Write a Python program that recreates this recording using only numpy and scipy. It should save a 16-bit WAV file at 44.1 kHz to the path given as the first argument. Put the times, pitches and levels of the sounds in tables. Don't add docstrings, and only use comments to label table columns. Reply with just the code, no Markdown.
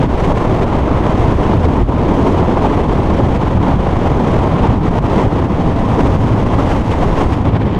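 import sys
import numpy as np
from scipy import signal
from scipy.fft import rfft, irfft, next_fast_len
from scipy.io import wavfile
from scipy.ndimage import uniform_filter1d, minimum_filter1d

SR = 44100
rng = np.random.default_rng(int(sys.argv[2]) if len(sys.argv) > 2 else 0)


def master(y):
    cut = np.clip(np.atleast_2d(y).T, -1, 1)
    pcm = np.round(cut * 32767)
    wavfile.write(sys.argv[1], SR, pcm.astype(np.int16))


N = 343539
TIME = np.arange(N) / SR


def amp(db):
    return 10 ** (np.asarray(db) / 20)


def unit_rms(x):
    return x / np.sqrt(np.mean(x ** 2) + 1e-20)


def curves(rows):
    time_s, *columns = np.transpose(rows)
    return [np.interp(TIME, time_s, column) for column in columns]


def swell(centre_s, half_s):
    return np.exp(-np.minimum(((TIME - centre_s) / half_s) ** 2 / 2, 20))


def colour(x, spectrum):
    size = next_fast_len(N)
    bins_hz = np.fft.rfftfreq(size, 1 / SR)
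    frequency_hz, density_db = np.transpose(spectrum)
    gain = amp(np.interp(np.log(bins_hz + 1), np.log(frequency_hz), density_db))
    return unit_rms(irfft(rfft(x, size) * gain, size)[:N])


def wander(slow_hz, fast_hz):
    size = next_fast_len(N)
    hz = np.fft.rfftfreq(size, 1 / SR)
    weight = hz / (hz ** 2 + slow_hz ** 2) ** (3 / 4) / (1 + (hz / fast_hz) ** 4)
    return unit_rms(irfft(rfft(rng.standard_normal(size)) * weight, size)[:N])


def turbulence(spectrum, flutter_db, steady_s):
    noise = colour(rng.standard_normal(N) * amp(flutter_db), spectrum)
    span = max(int(steady_s * SR), 2)
    local_power = uniform_filter1d(uniform_filter1d(noise ** 2, span), span)
    return noise / np.sqrt(local_power + 1e-12)


# time_s, change_db
SPRAY_DRIFT = [(0, -0.5), (.3, 1.3), (.9, -0.7), (1.2, 0.5), (1.5, 0), (1.75, 0), (2.0, -1), (2.27, 1.5),
               (2.42, -0.7), (2.58, -0.3), (3.3, 0.5), (3.6, -0.5), (4.3, .4), (4.6, -0.7), (5.17, 0.5),
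               (5.5, -0.5), (5.85, 0.5), (6.22, 1.5), (6.5, 0.5), (6.71, 2), (6.95, 1.5), (7.33, 1.4),
               (7.52, -2.5), (7.79, -2)]

def spray_gain(depth):
    change_db, = curves(SPRAY_DRIFT)
    return amp(depth * change_db)


# frequency_hz, density_db
WATER_SPECTRUM = [(150, -5), (400, -1.5), (1000, 1), (1600, -16), (3200, -26), (4600, -33.5), (8600, -43.5),
                  (12000, -53), (15000, -62)]

def water():
    return amp(-29.5) * spray_gain(depth=0.27) * colour(rng.standard_normal(N), WATER_SPECTRUM)


# time_s, pitch_hz, relative_level_db
ENGINE_RUN = [(0, 91.6, -45), (1, 92.2, -33), (1.55, 91.6, -40), (2, 95.2, -42), (3.6, 97.4, -31),
              (4.7, 98.1, -23.5), (5.2, 100, -35), (5.88, 103.8, -23.5), (6.1, 106.3, -28),
              (6.32, 108.2, -17.5), (6.55, 109.7, -22.5), (6.8, 109.2, -22), (7.15, 108.3, -28),
              (7.38, 108.7, -27), (7.55, 109.4, -18.5), (7.79, 112, -29)]
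# pitch_multiple, relative_level_db
EXHAUST_ORDERS = [(1, 4.5), (1.5, -8), (2, -4.5), (2.5, -4.5), (3, -6)]

def engine():
    pitch_hz, level_db = curves(ENGINE_RUN)
    sway = 1 + 0.028 * wander(slow_hz=2.62, fast_hz=26)
    cycles = np.cumsum(pitch_hz * sway) / SR
    drone = np.zeros(N)
    for multiple, order_db in EXHAUST_ORDERS:
        waver_db = 3.2 * wander(slow_hz=9.1, fast_hz=25)
        drone += amp(order_db + waver_db) * np.sin(2 * np.pi * (multiple * cycles + rng.random()))
    return amp(level_db - 2) * drone


# time_s, strength_db
WIND_DRIFT = [(0.0, -2), (0.23, 0.5), (1.49, 1.7), (1.93, -0.5), (2.13, 1.5), (2.69, 1.5), (3.59, -0.05),
              (4.07, 0.5), (4.34, 2), (4.63, 1), (4.74, 0.35), (5.33, -0.35), (6.07, 0.9), (6.23, -0.2),
              (6.63, 0.5), (7.32, 0.0), (7.41, -2.5), (7.79, -2)]
# centre_s, coarse_change_db, fine_change_db, half_length_s
PUFFS_AND_LULLS = [(0.032, 4.5, 5.5, .03), (0.077, -9, -7, 0.011), (0.205, 3, 3, .005), (0.246, 2, 5, .007),
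                   (0.303, 4.5, 2.5, 0.011), (0.337, -3, -6, 0.0068), (.378, 1, 3.5, .004),
                   (0.451, 4.5, 2, 0.0048), (0.591, 4, 1.5, .005), (0.658, -1.5, -3, .008),
                   (0.845, -3, -3, 0.011), (.882, 2.5, 0, .005), (1.069, 3.5, 2.5, .005),
                   (1.202, -2, -1, .006), (1.209, 0.5, 2, 0.0047), (1.363, -8, -3, 0.0098),
                   (1.386, 1.5, -0.5, .005), (1.472, -2.5, -0.5, 0.005), (1.536, 2, 1, .007),
                   (1.592, -5, -3, 0.0077), (1.652, 1, 2.5, 0.004), (1.676, -4.5, -5.5, 0.0063),
                   (1.855, -11, -7, 0.018), (1.911, -2, -5, 0.006), (2.095, 2.5, 3, 0.0065),
                   (2.247, -2, -2.5, .01), (2.278, 3.5, 1, .006), (2.381, 1, 3.5, .006),
                   (2.575, 5.5, 3.5, 0.0053), (2.604, -1, -1, .012), (2.662, 2.5, 3, 0.015),
                   (2.712, 2, 2, 0.0056), (2.796, 1.5, 1.5, .007), (2.877, -4.5, -4, .008),
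                   (3.206, 4, 0.5, 0.0043), (3.28, -2, -3, 0.0048), (3.359, 1, 2, .0095),
                   (3.386, -3, -3, 0.0097), (3.588, -2, -3.5, 0.01), (3.688, 2.5, 2.5, 0.034),
                   (3.766, -6.5, -4, 0.009), (3.87, 6, 1.5, 0.005), (4.063, 4, 2.5, 0.0065),
                   (4.077, 2, 2.5, 0.005), (4.19, 0, -2, 0.007), (4.46, 2, -0.5, 0.007),
                   (4.656, 2.5, 2.5, .015), (4.798, -4, -4.5, .021), (4.872, 1, 1.5, 0.018),
                   (4.9, -11, -7, 0.0063), (4.987, 6, 6.5, 0.0059), (5.007, -8.5, -7.5, 0.012),
                   (5.12, 3, 2.5, 0.022), (5.162, 1, 2.5, .007), (5.192, 4.5, 5.5, 0.018),
                   (5.288, -2, -1.5, 0.0099), (5.39, 3, 3, .005), (5.48, -3.5, -4.5, 0.011),
                   (5.742, -5.5, -2, .009), (5.992, 5, 2.5, .004), (6.008, 5, 6.5, 0.0061),
                   (6.065, 1, 2, 0.011), (6.189, -5, -3, 0.01), (6.45, -3, -4, 0.0052),
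                   (6.54, 4, 2.5, 0.0053), (6.602, 3.5, 2.5, 0.0094), (6.677, 2.5, 0, .005),
                   (6.712, 2.5, 4, 0.019), (6.835, -3.5, -2, 0.033), (6.917, -0.5, 2.5, .013),
                   (7.033, 4, 3, 0.011), (7.177, 2.5, 4, .012), (7.216, 4.5, 5, 0.012),
                   (7.273, -2, -2, .007), (7.335, 0.5, 4.5, 0.0073), (7.437, -3, -4, 0.0081),
                   (7.466, 5, 4.5, 0.013), (7.514, -1.5, -2, 0.01), (7.562, 3.7, 4.5, 0.013),
                   (7.585, -9, -6, .009), (7.619, 3, 2.5, .005), (7.667, 1.5, 2, 0.0034)]

def airstream():
    drift_db, = curves(WIND_DRIFT)
    puff_db = sum(np.outer([coarse_db, fine_db], swell(centre_s, half_s))
                  for centre_s, coarse_db, fine_db, half_s in PUFFS_AND_LULLS)
    gusting_db = 0.62 * wander(slow_hz=5.2, fast_hz=32.2)
    return drift_db + puff_db + gusting_db


# frequency_hz, density_db
FIZZ_SPECTRUM = [(2500, -19), (4200, 0), (5300, 0.5), (6400, 0), (7400, -5.5), (8600, -6.5), (9500, -12.5),
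                 (11000, -20), (14000, -37)]
MIST_SPECTRUM = [(5000, -18), (7500, -17), (9400, -5), (10400, 1.5), (11600, -3), (13300, -6), (14500, -13),
                 (15300, -30)]

def spray(fine_db, flutter, tearing):
    fizz = turbulence(FIZZ_SPECTRUM, 1.05 * flutter + 0.89 * tearing, steady_s=0.073)
    mist = turbulence(MIST_SPECTRUM, 1.2 * flutter + 1.4 * tearing, steady_s=0.06)
    return (amp(-51.5 + 1.48 * fine_db) * spray_gain(depth=2.0) * fizz
            + amp(-66.5 + fine_db) * spray_gain(depth=2.2) * mist)


# frequency_hz, density_db
CRACKLE_SPECTRUM = [(600, -13), (1500, 4.5), (3200, 1.5), (4500, -12.5), (6500, -10.5), (9000, -24),
                    (14000, -45)]

def crackle(snaps_per_s=260):
    snaps = (rng.random(N) < snaps_per_s / SR) * rng.standard_normal(N)
    return colour(snaps, CRACKLE_SPECTRUM)


# frequency_hz, density_db
HISS_SPECTRUM = [(500, -23), (1200, -3), (1600, 0.5), (2050, 0.5), (2500, -4), (3250, -5.5), (4000, -13),
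                 (5000, -21), (7000, -35.5), (14000, -58)]
# time_s, level_db
HISS_BASE_LEVEL = [(0, -35), (2.5, -36.5), (3.1, -35.5), (6.1, -36), (6.8, -34), (7.3, -35.5), (7.6, -33),
                   (7.79, -31)]

def hiss(fine_db, flutter, tearing):
    level_db, = curves(HISS_BASE_LEVEL)
    air = turbulence(HISS_SPECTRUM, 0.92 * flutter + 0.79 * tearing, steady_s=0.1)
    return amp(level_db + 1.57 * fine_db) * (air + amp(-12) * crackle())


# frequency_hz, density_db
ROAR_SPECTRUM = [(100, -38), (300, -4.5), (480, 0), (700, -2.5), (880, -3.5), (1020, -3.5), (1200, -10),
                 (1450, -17.5), (2000, -35), (9000, -94)]

def roar(coarse_db, flutter, tearing):
    eddies = turbulence(ROAR_SPECTRUM, 0.65 * flutter + 1.47 * tearing, steady_s=0.038)
    return amp(-21 + 1.59 * coarse_db) * eddies


# centre_s, half_length_s, pitch_hz, sag_hz_per_s, level_db
WIND_THROBS = [(0.309, 0.0076, 570, 2500, -16), (0.903, 0.072, 60, 45, -15), (1.564, .09, 88.3, 80, -12.5),
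               (1.655, .014, 425, 2, -16), (1.826, .028, 50, 80, -8.5), (2.197, .016, 275, 0, -13.5),
               (2.327, 0.016, 301, 0.5, -13), (2.651, .011, 830, 6001, -13), (2.671, .013, 404, 0, -14.5),
               (3.193, .012, 522, 1, -18), (4.056, .005, 720, -35000, -15), (4.65, 0.018, 860, 999.5, -19),
               (5.197, .022, 398, 800, -16.5), (6.03, .032, 280, 250.5, -13.5), (6.136, .06, 90, 10.6, -15)]

def throbs():
    tones = np.zeros(N)
    unsteady = 1 + 0.04 * wander(slow_hz=40, fast_hz=160)
    for centre_s, half_s, pitch_hz, sag_hz_per_s, level_db in WIND_THROBS:
        glide_hz = pitch_hz - sag_hz_per_s * np.clip(TIME - centre_s, -3 * half_s, 3 * half_s)
        cycles = np.cumsum(glide_hz * unsteady) / SR
        tones += amp(level_db) * swell(centre_s, half_s) * np.sin(2 * np.pi * (cycles + rng.random()))
    waver_db = 1.8 * wander(slow_hz=25, fast_hz=70)
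    return tones * amp(waver_db)


# frequency_hz, density_db
RUMBLE_SPECTRUM = [(3, -40), (12, 1.5), (22, 1), (60, 2), (90, 3), (125, -3), (180, -25), (400, -34),
                   (1300, -110)]
# time_s, level_db
RUMBLE_BASE_LEVEL = [(0, -15), (.65, -17.5), (1.2, -16), (1.8, -17), (2.4, -15.7), (2.7, -17), (2.95, -16),
                     (5.5, -18), (6.2, -16.5), (6.6, -16), (7.3, -15), (7.55, -18.5), (7.79, -21)]

def rumble(heave_db, flutter):
    level_db, = curves(RUMBLE_BASE_LEVEL)
    return amp(level_db + heave_db) * turbulence(RUMBLE_SPECTRUM, flutter, steady_s=0.23)


# frequency_hz, density_db
LARGE_EDDY_SPECTRUM = [(30, -18), (80, -14.5), (125, -1), (170, 0), (220, -3), (290, -7.5), (400, -19),
                       (900, -47), (3000, -110)]
SMALL_EDDY_SPECTRUM = [(60, -34), (160, -13), (230, -2.5), (300, -1), (400, -4), (550, -16), (900, -17),
                       (5000, -105)]
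# time_s, relative_level_db
BUFFET_BASE_LEVEL = [(0, -12.5), (.12, -18), (.5, -17), (.85, -17.5), (1.1, -17), (1.75, -15), (2.0, -16),
                     (2.23, -14), (2.65, -17.5), (3.25, -15.5), (3.5, -18), (3.69, -14), (3.82, -19),
                     (4.3, -16.5), (4.6, -16.5), (5.4, -16.5), (5.92, -17), (6.03, -15), (6.15, -17),
                     (7.1, -18.5), (7.79, -15.3)]
# time_s, balance_db
BUFFET_BALANCE = [(0, -0.1), (.7, 0.5), (1.4, 0.5), (1.9, 1.3), (2.3, 1.2), (2.8, 1), (3.6, -1.3),
                  (4.3, -1), (5.2, -0.5), (5.85, -1), (6.03, 1), (6.2, -2.5), (6.8, 0), (7.79, 0)]

def buffeting(coarse_db, heave_db, flutter):
    level_db, = curves(BUFFET_BASE_LEVEL)
    balance_db, = curves(BUFFET_BALANCE)
    large = turbulence(LARGE_EDDY_SPECTRUM, 2.0 * flutter, steady_s=0.2)
    small = turbulence(SMALL_EDDY_SPECTRUM, 0.65 * flutter, steady_s=0.12)
    large *= amp(-1.5 - balance_db + 0.38 * coarse_db)
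    small *= amp(-4.5 + balance_db + 1.03 * coarse_db)
    return amp(level_db + 0.61 * heave_db) * (large + small)


# centre_s, suction_db
VORTEX_HITS = [(0.059, -9.5), (0.378, -7), (0.508, -6), (0.82, -11), (0.949, -4), (1.199, -5), (1.286, -2),
               (1.57, -6), (1.836, -5), (1.991, -7), (2.452, -9), (3.156, -7.5), (3.269, -6), (3.577, -3.5),
               (3.744, 0), (3.888, -4), (3.974, -3.5), (4.083, -9), (4.125, -5), (4.693, -2), (4.885, -3.5),
               (4.988, -7.5), (5.276, -5), (5.941, -5.5), (6.541, -6.5), (7.067, -4), (7.484, -7)]

def thumps(pressure, core_s=0.0023):
    for centre_s, suction_db in VORTEX_HITS:
        core_radii = (TIME - centre_s) / core_s
        vortex = amp(suction_db) * (core_radii ** 2 - 1)
        takeover = swell(centre_s, core_s) * (abs(core_radii) < 10)
        pressure = pressure + takeover * (vortex - pressure)
    return pressure


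def wind():
    coarse_db, fine_db = airstream()
    flutter = wander(slow_hz=18, fast_hz=90)
    heave_db = 1.77 * wander(slow_hz=22, fast_hz=22)
    eddies = rumble(heave_db, flutter) + buffeting(coarse_db, heave_db, flutter)
    pressure = thumps(eddies) + throbs()
    square = pressure ** 2
    pressure -= 0.12 * (square - square.mean())
    tearing = wander(slow_hz=120, fast_hz=700)
    return (pressure + roar(coarse_db, flutter, tearing)
            + hiss(fine_db, flutter, tearing) + spray(fine_db, flutter, tearing))


def scene():
    return (wind() + engine() + water())[None]


def limiter(x, ceiling, recovery_db_per_s, window_samples=90):
    over_db = 20 * np.log10(np.maximum(abs(x) / ceiling, 1))
    recovery_db = TIME * recovery_db_per_s
    reduction_db = np.maximum.accumulate(over_db + recovery_db) - recovery_db
    gain = minimum_filter1d(amp(-reduction_db), window_samples)
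    return x * uniform_filter1d(gain, window_samples)


def record(dry):
    limited = limiter(dry[0], ceiling=0.815, recovery_db_per_s=260)
    cutoff_hz = 14900
    lowpass = signal.firwin(511, cutoff_hz, window=("kaiser", 9), fs=SR)
    return signal.oaconvolve(limited, lowpass, "same")[None]


dry = scene()
out = record(dry)
master(out)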